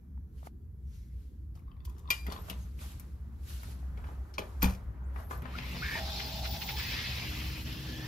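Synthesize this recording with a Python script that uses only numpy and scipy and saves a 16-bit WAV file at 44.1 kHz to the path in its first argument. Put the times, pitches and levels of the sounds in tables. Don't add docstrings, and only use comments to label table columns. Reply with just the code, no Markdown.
import sys
import numpy as np
from scipy import signal
from scipy.fft import rfft, irfft, next_fast_len
from scipy.io import wavfile
from scipy.ndimage import uniform_filter1d

SR = 44100
rng = np.random.default_rng(int(sys.argv[2]) if len(sys.argv) > 2 else 0)


def generate_wav(sig):
    pcm = np.round(np.clip(np.atleast_2d(sig).T, -1, 1) * 32767).astype(np.int16)
    wavfile.write(sys.argv[1], SR, pcm)


N = 355887

# pitch_hz, likeness (0 to 1)
LIKENESS = [(60, 0.97), (200, 0.89), (450, 0.5), (1300, 0.37), (2500, 0.3), (5000, 0.15), (7000, 0.3),
            (8700, 1), (11000, 0.63), (13500, 1), (16000, 1)]
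# pitch_hz, width_hz, level_db (relative)
HANDLE_MODES = [(1080, 160.5, 1), (1900, 218, -8.5), (2650, 301, -11.5), (3500, 259, -5),
                (4650, 400, -13.5)]
# (relative, per Hz)
RUNNER_SPECTRUM = [(400, -7.5), (900, -2), (1300, -2.5), (1800, -2.5), (2500, -1), (4200, -1), (5300, -5),
                   (6300, -12), (7500, -15.5), (10000, -19), (13000, -16), (16000, -24.5)]

TAP_T60_S = 0.05


def gain_of(db):
    return 10 ** (np.asarray(db) / 20)


def evened(x):
    return x / np.sqrt(np.mean(x ** 2) + 1e-20)


def read(points, hz):
    f, value = np.transpose(points)
    return np.interp(np.log(hz + 1), np.log(f + 1), value)


def curves(rows):
    s, *columns = np.transpose(rows)
    t = np.arange(N) / SR
    to_edge = np.minimum(t - s[0], s[-1] - t) / 0.012
    at_file_edge = (s[0] < 0.01) + (s[-1] > 8)
    inside = (t >= s[0]) * (t <= s[-1] + (s[-1] > 8))
    window = np.clip(to_edge + at_file_edge, 0, 1) * inside
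    return [np.interp(t, s, c) for c in columns], window


def swell(peak_s, db, rise_s, fall_s):
    late = np.arange(N) / SR - peak_s
    steps_down = np.minimum(np.maximum(-late / rise_s, late / fall_s), 5)
    return gain_of(2 * (db - 20 * steps_down))


def chance(seconds):
    size = round(seconds * SR)
    smooth = uniform_filter1d(rng.standard_normal(N), size=size)
    return evened(uniform_filter1d(smooth, size=size))


def add(mix, s, sound):
    part = mix[:, round(s * SR):][:, :sound.shape[1]]
    part += sound[:, :part.shape[1]]


def panned(x, pan_db):
    return x * gain_of([[pan_db / 2], [-pan_db / 2]])


def resonate(x, hz, width):
    turn = np.exp(2j * np.pi * np.cumsum(hz * np.ones(x.shape[-1])) / SR)
    r = np.exp(-np.pi * width / SR)
    smooth = signal.lfilter([(1 - r) ** 2], [1, -2 * r, r * r], x / turn, axis=-1)
    return (turn * smooth).real


def hiss(spectrum, size, patchy_db, lo_hz=0, hi_hz=20000, pan=((1, 0), (2, 0)), shape=(8, 6), peaks=()):
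    hop, hz = size // 2, np.fft.rfftfreq(size, 1 / SR)
    a, b, c, d, patches = rng.standard_normal((N // hop + 3, len(hz), 5), dtype=np.float32).T
    patches = uniform_filter1d(patches, size=shape[0], axis=0)
    patches = evened(uniform_filter1d(patches, size=shape[1], axis=1))
    like = np.clip(read(LIKENESS, hz), 0, 1)[:, None]
    left = a + 1j * b
    right = like * left + np.sqrt(1 - like ** 2) * (c + 1j * d)
    lean = gain_of(read(pan, hz) / 2)[:, None]
    z = np.array([left * lean, right / lean])
    edges = 1 / np.sqrt((1 + (lo_hz / (hz + 1)) ** 8) * (1 + (hz / hi_hz) ** 8))
    rings_db = sum(db / (1 + (2 * (hz - f) / w) ** 2) for f, w, db in peaks)
    z *= gain_of((read(spectrum, hz) + rings_db)[:, None] + patchy_db * patches) * edges[:, None]
    return evened(signal.istft(z, window="cosine", nperseg=size, noverlap=hop)[1][:, :N])


def ring(modes, tilt_db=0, damping=1, length=SR // 4):
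    t = np.arange(length) / SR
    return sum(gain_of(db + tilt_db * np.log2(hz / 2400) - 60 * damping * t / t60) * np.sin(2 * np.pi * hz * t)
               for hz, db, t60 in modes)


def crack(t60, tilt_db=0):
    t, hz = np.arange(SR // 4) / SR, np.fft.rfftfreq(SR // 4, 1 / SR)
    color = gain_of(tilt_db * np.log2((hz + 300) / 2400)) / (1 + (hz / 14000) ** 16)
    noise = irfft(rfft(rng.standard_normal(len(t))) * color, len(t))
    return evened(noise) * gain_of(-60 * t / t60) * (1 - np.exp(-t / 0.0004))


def whistle(rows, width, pan_db, flutter_db):
    (db, hz), window = curves(rows)
    out, on = np.zeros(N), window > 0
    out[on] = evened(resonate(rng.standard_normal(N)[on], hz[on], width))
    return panned(out * gain_of(db + flutter_db * chance(0.018)) * window, pan_db)


def hum():
    # (relative, per Hz)
    hum_spectrum = [(20, -68), (30, -51), (42, -22.5), (64, -5), (78, -4.5), (90, -12), (125, -17),
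                    (215, -22.5), (335, -30.5), (490, -40.5), (700, -66.5)]
    # start_s, level_db
    hum_level = [(0.0, -49), (1.1, -49), (2.0, -47.5), (3.9, -45.5), (4.65, -45), (5.3, -44.5),
                 (6.5, -45.5), (8.07, -46.5)]
    # pitch_hz, width_hz, mean level_db
    fuzzy_note = (64.07, 11.9, -43)
    # (relative, per Hz)
    air_spectrum = [(500, -4), (900, -5), (1800, -10.5), (3000, -29), (6000, -30), (8700, -17),
                    (12500, -13.5), (13800, -25), (14500, -38)]
    (db,), _ = curves(hum_level)
    hz, width, note_db = fuzzy_note
    note = gain_of(note_db) * evened(resonate(rng.standard_normal(N), hz, width))
    low = gain_of(db + 0.5) * hiss(hum_spectrum, size=2048, patchy_db=2.5)
    faint = gain_of(-80.5) * hiss(air_spectrum, size=512, patchy_db=0.18, lo_hz=500)
    return low + panned(note * gain_of(db - db.mean()), 0.55) + faint


def rustle():
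    # (relative, per Hz)
    fibre_spectrum = [(300, 5.5), (450, 1.5), (1300, 0), (1800, -3.5), (4200, -3), (6300, -5.5),
                      (8700, -1.5), (13000, -6), (14500, -22), (16000, -25)]
    # peak_s, level_db (before the 2 dB lift), rise_s and fall_s (each over 20 dB), dull_db (relative)
    swish_rows = [(.385, -70.5, 0.08, 0.12, -9), (0.469, -59.5, 0.067, 0.026, -3),
                  (.95, -68, 0.14, 0.28, -20), (1.22, -74, 0.22, 0.31, -14), (1.558, -70.5, 0.02, 0.088, 3),
                  (1.852, -58, .007, .02, -13), (1.89, -74, 0.059, 0.8, 3), (2.115, -46, 0.018, 0.14, -12),
                  (2.32, -58, 0.11, 0.24, 7), (2.5, -55.5, 0.12, 0.092, 1), (2.6, -63.5, .2, 0.3, -2.5),
                  (2.815, -52.5, 0.046, 0.24, -5), (2.92, -60, 0.2, 0.081, -18), (3.0, -71.5, .1, .55, 5.5),
                  (3.495, -53, 0.078, 0.38, -12.5), (3.72, -58.5, 0.36, 0.059, -9),
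                  (3.98, -73, .04, 0.13, 17), (4.084, -67, 0.21, .27, 10), (4.3, -74, .4, 0.22, 3),
                  (4.44, -64.5, 0.095, 0.48, 7), (4.626, -39, 0.012, 0.032, -4),
                  (4.68, -58, 0.089, 0.17, 8.5), (5.2, -61, 0.097, 0.1, 9),
                  (5.312, -52.5, 0.018, 0.11, 6.5), (5.59, -63.5, 0.38, .04, 2)]
    # start_s, level_db (before the 0.5 dB lift)
    bed_rows = [(0.0, -80), (.6, -89), (1.4, -87), (1.65, -75.5), (2.75, -81), (3.3, -70.5), (3.9, -63.5),
                (4.25, -65), (4.5, -63), (4.9, -62.5), (5.6, -58.5)]
    (bed_db,), window = curves(bed_rows)
    swells = [swell(*row[:4]) for row in swish_rows]
    weight = sum(power * gain_of(2 * row[4]) for power, row in zip(swells, swish_rows))
    weight = weight + (window * gain_of(bed_db)) ** 2
    bright = hiss(fibre_spectrum, size=256, patchy_db=1.5, lo_hz=1500, shape=(4, 6))
    dull = hiss(fibre_spectrum, size=512, patchy_db=1.5, lo_hz=337, hi_hz=1780)
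    return gain_of(2.0) * np.sqrt(sum(swells)) * bright + gain_of(0.5) * np.sqrt(weight) * dull


def taps(rows, t60):
    # pitch_hz, level_db (relative), t60_s (for a full-length tap)
    frame_modes = [(407, -2.5, 0.046), (640, -8, 0.032)]
    out = np.zeros((2, N))
    for s, db, hz, crack_db, thump_db, pan_db in rows:
        body = resonate(crack(t60, -1.8), hz, hz * 1.08)
        body = body / abs(body).max() + ring([(hz, -8, t60 * 0.54)])
        thump = gain_of(thump_db) * ring(frame_modes, damping=TAP_T60_S / t60)
        bright = gain_of(crack_db - 3.5) * crack(t60 * 0.75, 7.8)
        add(out, s, panned(gain_of(db) * (body + thump + bright), pan_db))
    return out


def bumps():
    # start_s, level_db, pitch_hz, crack_db (before a 3.5 dB cut), thump_db, left_minus_right_db
    bump_rows = [(0.175, -57, 900, -20, -9, -9.5), (0.429, -46, 820, -18, -11, 2.5),
                 (0.4705, -36.5, 840, -14, -8, 2.5)]
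    return taps(bump_rows, t60=0.018)


def small_taps():
    # start_s, level_db, pitch_hz, crack_db (before a 3.5 dB cut), thump_db, left_minus_right_db
    tap_rows = [(1.553, -59, 4700, -6, -15, 5), (1.592, -62, 1500, -3, -12, 4),
                (1.851, -50.5, 4730, 8, -18, 1.5), (1.896, -58, 6500, 5, -25, 3),
                (1.982, -59, 7200, 0, -25, 5), (1.992, -59, 7000, 2, -25, 6),
                (2.2655, -37.5, 1880, -5, -12, 3), (2.284, -39, 420, -30, -5, 4),
                (2.321, -36, 890, -12, -12, 5), (2.322, -37, 4300, -8, -25, 7),
                (2.388, -45, 1050, -25, -7, 6), (2.484, -42.5, 900, -17, -12, 0),
                (2.498, -30, 2800, -4, -21, 4), (2.513, -45, 550, -25, -5, 0.5),
                (2.563, -53, 1100, -25, -20, 4), (2.657, -55, 1500, -8, -20, 5),
                (2.79, -46, 2450, -12.5, -14, 2.5), (2.997, -51.5, 1330, 10, -13, 5),
                (3.632, -43, 1300, -4, -19, 0.5), (3.685, -51, 639, -12, -14, 5),
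                (3.79, -60.5, 4000, -10, -25, 3), (3.827, -50, 720, -19, -12, 4),
                (3.974, -49, 2200, -25, -4, 4), (4.04, -41.5, 1300, -30, -14, 2),
                (4.068, -57, 3000, -20, -25, 2), (4.087, -43, 890, -25, -10, -1),
                (4.339, -46, 4500, -13, -18, 7), (4.349, -51, 4300, -18, -20, 5),
                (4.382, -31, 3100, -30, -27, 2), (4.388, -36, 1750, -30, -25, 2),
                (4.413, -41, 700, -30, -10, 3), (4.43, -43, 900, -30, -12, 3),
                (4.385, -30, 520, -30, -13, 3.5), (4.396, -38, 1100, -30, -17, 4),
                (4.633, -30, 1650, -30, -20, 3), (4.62, -33, 1500, -30, -20, 4),
                (4.626, -32, 3300, -20, -25, 2), (4.657, -37, 3300, -20, -25, 2),
                (4.629, -24, 1150, -30, -21, 4), (4.645, -30.5, 900, -30, -12, 5.5),
                (4.663, -33.5, 750, -31, -12.5, 3), (4.677, -36, 1300, -30, -13, 1),
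                (5.16, -37, 1050, -29, -18, 8.5), (5.2, -43, 675, -12, -12, 5),
                (5.309, -30, 1080, -24, -21, 7), (5.331, -39, 1050, -25, -22, 6),
                (5.42, -41.5, 1500, -9, -15, 1), (5.454, -35, 1180, -30, -21, 7),
                (5.586, -31, 1780, -23, -20, 4), (5.952, -35, 900, -30, -11, -5),
                (6.2, -34, 2450, -16, -20, 0)]
    return taps(tap_rows, TAP_T60_S)


def paw_drags():
    # start_s, level_db, pitch_hz
    drag_high = [(.86, -84, 5600), (.95, -76, 5800), (1.04, -80, 5600), (1.1, -88, 5500)]
    # start_s, level_db, pitch_hz
    drag_low = [(.95, -88, 1950), (1.03, -83, 2000), (1.09, -88, 2050), (1.14, -81, 2150),
                (1.17, -88, 2250)]
    return whistle(drag_high, 1400, 1.2, 1.5) + whistle(drag_low, 500, 1.2, 2.5)


def scrape():
    # start_s, level_db
    scrape_rows = [(1.56, -77), (1.65, -80), (1.72, -73), (1.78, -77), (1.83, -75), (1.88, -71),
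                   (1.95, -75), (2.04, -76), (2.06, -64), (2.1, -53)]
    (db,), window = curves(scrape_rows)
    grit = rng.standard_normal(N) * gain_of(5.0 * chance(0.0035) + 3.0 * chance(0.015))
    tilt_db = -3.5
    tone = sum(gain_of(d + tilt_db * np.log2(hz / 1000)) * evened(resonate(grit, hz, 2.6 * w))
               for hz, w, d in HANDLE_MODES)
    return panned(evened(tone) * gain_of(db) * window, 3.3)


def handle():
    # (per octave, about 2.4 kHz)
    tick_rows = [(1.678, -58, -7), (1.714, -52, -4), (1.765, -61, -3), (1.802, -52, -1), (1.851, -52, 3.5),
                 (1.873, -56, -9), (1.896, -54, 2.5), (1.964, -55, -2), (1.979, -59, 2), (2.054, -57, -7),
                 (2.075, -48, 4), (2.088, -45, -6), (2.106, -30, -1), (2.277, -42, -2), (2.300, -39, 3),
                 (2.314, -39, -.6), (2.334, -41, 1), (2.361, -39, 0), (2.376, -44, -2), (2.527, -46, 1)]
    out = np.zeros((2, N))
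    detunings = 1 + 0.07 * rng.standard_normal((len(tick_rows), len(HANDLE_MODES)))
    for (s, db, tilt_db), detuning in zip(tick_rows, detunings):
        burst = crack(t60=0.019)
        tick = sum(gain_of(d + tilt_db * np.log2(hz / 2400)) * resonate(burst, hz * o, w) * np.sqrt(SR / w)
                   for (hz, w, d), o in zip(HANDLE_MODES, detuning))
        add(out, s, panned(gain_of(db) * tick, 4.7))
    return out


def latch():
    # pitch_hz, level_db (relative), t60_s (before the grip)
    latch_modes = [(1083, -13.5, 0.1), (1393, -15.5, 0.11), (1940, -12.5, 0.087), (2046, -20, .1),
                   (2400, -0.5, 0.088), (2465, -4.5, 0.025), (2400, -27, 0.65), (2832, -15, .13),
                   (2930, -20, 0.18), (3200, -16, .12), (3300, -4, .021), (3700, -10, .066),
                   (4290, -25, .12), (4764, -4.5, 0.041), (4764, -33, 0.7), (4930, -16.5, 0.063),
                   (5265, -24.5, .17), (5814, -16, 0.021), (6551, -24, .1), (7079, -23, 0.047),
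                   (12130, -13.5, 0.04), (12400, -12.5, 0.05), (13360, -12, .035)]
    # start_s, level_db, brightness_db (per octave), grip_db_per_s, crack_db, left_minus_right_db
    blow_rows = [(2.1032, -18.5, 1.5, 5, -9, 3), (4.3817, -14, -13, 6000, -24, 1),
                 (4.391, -27, -10, 4000, -16, 4), (4.419, -38, -5, 3000, -20, -1),
                 (4.6217, -23, -2, 4000, -10, 2), (4.6278, -26, 11, 3500, -5, 0),
                 (4.642, -19, -3, 3500, -14, 7), (4.656, -28, 3, 2498, -14, 1),
                 (4.670, -35, 1, 2500, -11, 0.5), (4.685, -39, -2, 3000, -7, -1),
                 (4.696, -41, 3, 3000, -5, 1), (4.706, -42, -1, 3000, -6, 1), (4.722, -46, -5, 3000, -6, 1),
                 (4.735, -46, -3, 3000, -6, 1), (4.748, -47, -2, 3000, -6, 1)]
    out, t = np.zeros((2, N)), np.arange(SR // 4) / SR
    rise = 1 - np.exp(-t / 0.0017)
    stopped_s, stop_db_per_s = 0.2, 400
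    waver_db = 3.5
    for s, db, tilt_db, grip, crack_db, pan_db in blow_rows:
        noise = evened(uniform_filter1d(rng.standard_normal((len(latch_modes), len(t))), size=180))
        wavers = waver_db * np.minimum(t / 0.03, 1) * noise
        metal = sum(gain_of(waver) * ring([mode], tilt_db) for mode, waver in zip(latch_modes, wavers))
        held = gain_of(-grip * t - stop_db_per_s * np.maximum(t - stopped_s, 0))
        click = gain_of(crack_db) * crack(0.08, 0.22 * tilt_db)
        add(out, s, panned(gain_of(db) * (rise * held * metal + click), pan_db))
    return out


def knocks():
    # pitch_hz, level_db (relative), t60_s
    leaf_modes = [(45.2, -9.5, 0.4), (63.93, 2, 0.15), (113.5, -13.5, 0.52), (188.3, -2.5, 0.27),
                  (254, -6, 0.15), (398, -17, 0.13), (479, -15.5, .08), (603, -22, 0.04), (933, -18, 0.25),
                  (1214, -20, .06), (1604, -25, .1)]
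    # start_s, level_db, weight_db (added below 100 Hz)
    knock_rows = [(2.271, -39.5, -10.5), (2.501, -41.5, -15), (4.385, -40.5, -9), (4.631, -18.5, -13),
                  (4.652, -35, 13.5)]
    out = np.zeros((2, N))
    rise = 1 - np.exp(-np.arange(SR // 2) / SR / 0.0015)
    for s, db, weight_db in knock_rows:
        weighted = [(hz, d + weight_db * (hz < 100), t60) for hz, d, t60 in leaf_modes]
        boom = rise * ring(weighted, length=SR // 2)
        add(out, s, panned(gain_of(db) * boom, 1.5))
    return out


def whines():
    # start_s, level_db, pitch_hz
    whine_curves = [
        [(5.03, -88, 5900), (5.065, -71, 8000), (5.11, -78, 9700), (5.15, -78, 10200), (5.2, -76, 10900),
         (5.25, -71, 11400), (5.3, -76, 10900), (5.35, -74, 11200), (5.39, -76, 10900)],
        [(5.06, -73, 8600), (5.1, -76, 9600)],
        [(5.13, -78, 12200), (5.18, -75, 12400), (5.225, -76, 12900), (5.25, -66, 12920), (5.3, -70, 12750),
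         (5.36, -67, 12800), (5.4, -68, 12700)],
        [(5.22, -80, 9300), (5.285, -78, 8500), (5.33, -77, 9000), (5.39, -79, 8500)],
        [(2.33, -68, 12700), (2.37, -67, 13000), (2.46, -68, 13100)],
        [(2.35, -76, 11500), (2.41, -70, 11600), (2.465, -73, 11950)],
        [(2.51, -70, 6500), (2.565, -72, 6200)],
        [(2.58, -78, 6060), (2.62, -67, 6720), (2.655, -67, 5900)],
        [(2.59, -69, 10400), (2.625, -67, 10650), (2.65, -73, 10450)],
    ]
    return sum(whistle(rows, 90, 0.3, 2.3) for rows in whine_curves)


def catches(lo_hz, hi_hz, count=40):
    per_s, t60_s = 1100, 0.09
    size = gain_of(3.4 * np.minimum(rng.exponential(1, N), 5)) * (rng.random(N) < per_s / SR)
    mode, t, out = rng.integers(0, count, N), np.arange(SR // 10) / SR, np.zeros((2, N))
    for k, (place, lean) in enumerate(rng.random((count, 2))):
        hz = lo_hz + (hi_hz - lo_hz) * (k + place) / count
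        decay = gain_of(read(RUNNER_SPECTRUM, hz) - 60 * t / t60_s)
        note = decay * np.minimum(t / 0.0034, 1) * np.sin(2 * np.pi * hz * t)
        out += panned(signal.oaconvolve(size * (mode == k), note)[:N], 12 * lean - 6)
    return evened(out)


def runner():
    # start_s, hiss_db, body_db (before a 0.5 dB lift), fizz_db (before a 6 dB lift)
    glide_rows = [(5.42, -77, -63, -89), (5.58, -57, -52, -67.5), (5.7, -54.5, -49, -60.5),
                  (5.82, -47.5, -48, -61), (5.96, -44.5, -45.5, -56), (6.04, -44, -52.5, -59.5),
                  (6.16, -40.5, -53, -57), (6.3, -44, -53.5, -58.5), (6.55, -43.5, -54, -56.5),
                  (6.745, -41.5, -48.5, -55.5), (6.8, -42, -42.5, -55), (7.0, -41, -42, -57),
                  (7.2, -44.5, -44.5, -57), (7.4, -48, -47.5, -56.5), (7.6, -51, -50.5, -58.5),
                  (7.76, -51, -52.5, -60.5), (8.07, -52, -52.5, -61.5)]
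    # start_s, level_db (relative), pitch_hz
    hollow_rows = [(5.42, -11, 2000), (5.73, -8, 2350), (5.9, -13, 1900), (6.15, -10, 2480),
                   (6.7, -12, 2650), (6.78, -9, 1940), (6.95, -5.5, 2030), (7.2, -7.5, 2400),
                   (7.6, -5, 2800), (7.8, -8, 2920), (8.07, -14, 3000)]
    # peak_s, level_db
    scuff_rows = [(5.588, -44), (5.995, -45), (6.203, -38.5), (6.457, -35.5), (6.55, -43), (6.622, -36.5),
                  (6.695, -35), (6.8, -41), (7.672, -47.5), (7.726, -46)]
    # centre_s, change_db
    lull_rows = [(6.42, -3), (6.495, -5), (6.6, -6), (6.653, -6), (6.745, -6), (7.31, -2), (7.64, -7)]
    # pitch_hz, left_minus_right_db
    glide_pan = [(60, 0.5), (180, 7), (550, 2), (1650, 1.5), (4970, 1), (15000, -1.5)]
    # pitch_hz, width_hz, level_db (added)
    glass_peaks = [(2080, 150, 3), (2570, 130, 4), (3020, 110, 2.5), (3550, 140, 4), (4090, 140, 3.5),
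                   (4800, 150, 5), (5250, 160, 6.5), (6200, 200, 4.5)]
    # pitch_hz, width_hz, level_db (relative)
    roll_modes = [(126.6, 28, 0.5), (177.8, 20.7, -2.5), (243.8, 16, -5)]
    # (relative, per Hz)
    wash_spectrum = [(70, -42), (110, 2.5), (250, -6), (420, -8.5), (600, -16.5), (900, -53)]
    (db, mid_db, fizz_db), window = curves(glide_rows)
    (hollow_db, hollow_hz), _ = curves(hollow_rows)
    t = np.arange(N) / SR

    def brushed(size, patchy_db, **settings):
        return hiss(RUNNER_SPECTRUM, size, patchy_db, pan=glide_pan, **settings)

    streaks = (2, 4)
    top = brushed(1024, 3.5, lo_hz=3300, hi_hz=6860, shape=streaks, peaks=glass_peaks)
    fizz = brushed(256, 2.0, lo_hz=6940)
    mid = brushed(1024, 3.5, lo_hz=1580, hi_hz=3300, shape=streaks, peaks=glass_peaks)
    dull = brushed(512, 3.0, lo_hz=383, hi_hz=1580)
    catch_db = -3
    top = evened(top + gain_of(catch_db) * catches(3200, 5800))
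    mid = evened(mid + gain_of(catch_db) * catches(1599, 3300))
    mid = evened(mid + gain_of(hollow_db) * evened(resonate(mid, hollow_hz, 1500)))

    grows_db = 2.5 * (t - glide_rows[0][0])
    drone = sum(gain_of(d + grows_db * (hz < 150)) * evened(resonate(rng.standard_normal(N), hz, w))
                for hz, w, d in roll_modes)
    drone = evened(drone * window)
    rumble = 0.43 * panned(drone, 1.9) + 0.42 * hiss(wash_spectrum, size=1024, patchy_db=1.5)
    rumble *= gain_of(-44.5 + 1.5 * chance(0.024))

    grit = gain_of(0.56 * evened(uniform_filter1d(rng.standard_normal(N), size=250)))
    grit *= gain_of(sum(d * np.exp(-((t - s) / 0.019) ** 2) for s, d in lull_rows))

    scuff_power = sum(swell(s, scuff_db, rise_s=0.028, fall_s=0.039) for s, scuff_db in scuff_rows)
    scuff = np.sqrt(scuff_power) * brushed(512, 2.0, lo_hz=1200, hi_hz=4970, peaks=glass_peaks)
    dull *= gain_of(-54 + 0.55 * (mid_db - mid_db[window > 0].mean()))
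    rubbed = grit * (gain_of(db) * top + gain_of(mid_db + 0.5) * mid + dull + scuff)
    return window * (rubbed + gain_of(fizz_db + 6) * fizz + rumble)


def starting_creak():
    # start_s, level_db, pitch_hz
    slip_rows = [(5.45, -58, 1010), (5.53, -61, 1000), (5.555, -45, 1380), (5.575, -58, 1480)]
    return whistle(slip_rows, 120, 1.5, 1.5)


def stutter():
    # start_s, level_db (before a 1 dB cut), low resonance pitch_hz
    stutter_rows = [(5.812, -50, 1250), (5.824, -38, 1348), (5.84, -37.5, 1702), (5.96, -36, 1837),
                    (5.988, -38, 1809.5), (6.01, -55, 1780)]
    (db, hz), window = curves(stutter_rows)
    slips_per_s = 200 * (1 + 3.9 * uniform_filter1d(rng.standard_normal(N), size=200))
    turns = np.cumsum(slips_per_s) / SR
    slips = np.diff(np.floor(turns), prepend=0) * gain_of(2.4 * rng.standard_normal(N))
    slips = evened(slips) + 0.42 * rng.standard_normal(N)
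    top_hz, top_width_hz, top_db = 2210, 460, -4
    tone = evened(resonate(slips, hz, 203)) + gain_of(top_db) * evened(resonate(slips, top_hz, top_width_hz))
    return panned(evened(tone) * gain_of(db - 1.0) * window, 0.85)


def groan():
    # start_s, level_db, pitch_hz
    groan_high = [(5.945, -48, 950), (6.01, -53, 795), (6.1, -51.5, 820), (6.3, -51.5, 830),
                  (6.43, -51, 793), (6.66, -49.5, 840), (6.8, -54.5, 896), (6.86, -66, 920)]
    # start_s, level_db, pitch_hz
    groan_low = [(5.945, -50, 640), (6.1, -52, 640), (6.26, -59.5, 646), (6.41, -49, 638), (6.51, -55, 660),
                 (6.6, -51, 665)]
    return whistle(groan_high, 150, 0.8, 2.1) + whistle(groan_low, 75, 0.77, 1.3)


def squeal():
    # start_s, level_db, pitch_hz (centre of the warble)
    squeal_rows = [(6.2, -62, 14000), (6.28, -59, 14900), (6.46, -63, 14800), (6.52, -50, 15000),
                   (6.7, -52, 15050), (6.86, -53, 15150), (6.93, -62, 15200)]
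    (db, hz), window = curves(squeal_rows)
    warble_hz, warbles_per_s, warble_top_s = 230, 13.6, 6.63
    turn = np.cos(2 * np.pi * warbles_per_s * (np.arange(N) / SR - warble_top_s))
    tone = evened(resonate(rng.standard_normal(N), hz + warble_hz * turn, 260))
    return panned(tone * gain_of(db + 3.6 * chance(0.01)) * window, 0.1)


def late_note():
    # start_s, level_db, pitch_hz
    note_rows = [(7.2, -68, 311.2), (7.29, -55, 311.3), (7.7, -53.5, 312), (7.97, -51, 313),
                 (8.07, -50.5, 310.8)]
    (db, hz), window = curves(note_rows)
    turns = np.cumsum(hz + 0.74 * chance(0.1)) / SR
    tone = np.sqrt(2) * np.sin(2 * np.pi * turns)
    return panned(tone * gain_of(db + 0.77 * chance(0.067)) * window, 1.2)


def late_rub():
    # start_s, level_db, pitch_hz
    rub_rows = [(7.55, -70, 1690), (7.75, -60, 1700), (7.95, -57, 1740), (8.07, -56, 1780)]
    return whistle(rub_rows, 200, 0.8, 1.5)


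def room(x):
    # pitch_hz, t60_s
    room_decay = [(150, 0.46), (600, 0.3), (2500, 0.22), (8000, 0.12), (15000, 0.041)]
    echoes = np.zeros((2, SR // 2))
    slots = np.arange(200, SR // 2 - 20, 20)
    at = slots + rng.integers(0, 20, (2, (SR // 2 - 201) // 20))
    np.put_along_axis(echoes, at, rng.choice([-1., 1.], at.shape), 1)
    hz, t, (left, other) = signal.stft(echoes, SR, nperseg=256)
    like = np.clip(read(LIKENESS, hz), 0, 1)[:, None]
    z = np.array([left, like * left + np.sqrt(1 - like ** 2) * other])
    tail = signal.istft(z * gain_of(-60 * t / read(room_decay, hz)[:, None]), SR, nperseg=256)[1]
    return signal.fftconvolve(x, tail / np.linalg.norm(tail[0]), axes=1)[:, :N]


def ports(x, leads):
    size = next_fast_len(N)
    lead = np.interp(np.fft.rfftfreq(size, 1 / SR), *np.transpose(leads))
    right = irfft(rfft(x[1], size) * np.exp(1j * lead), size)[:N]
    return np.array([x[0], right])


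def scene():
    # pitch_hz, right_lead_rad
    latch_leads = [(0, 0), (1640, -3.1), (2350, -6.2), (2840, -7.2), (3530, -8.0), (4220, -12.0),
                   (5000, -12.8), (5680, -14), (6200, -13.5), (7490, -15.7), (10200, -15.2), (12300, -13.0),
                   (16500, -12.3)]
    # pitch_hz, right_lead_rad
    other_leads = [(400, 0), (1400, 1.6), (2500, 0), (4500, -.8), (6000, .3), (7500, 2.8), (8700, 3.14),
                   (10000, 3.5), (11500, 5.0), (13300, 6.2), (16000, 6.28)]
    hits, metal = small_taps() + handle(), latch()
    rubs = scrape() + starting_creak() + stutter() + groan() + squeal() + late_note() + late_rub()
    dog = paw_drags() + whines()
    tail = room(gain_of(-9.0) * hits + gain_of(-17) * metal + gain_of(-17.5) * rubs)
    near = bumps() + hits + metal + knocks()
    around = hum() + rustle() + dog + runner() + rubs + tail
    return ports(near, latch_leads) + ports(around, other_leads)


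def record(dry):
    low_pass = signal.firwin(511, 15800, window=("kaiser", 9), fs=SR)
    return signal.oaconvolve(dry, low_pass[None], "same")


dry = scene()
out = record(dry)
generate_wav(out)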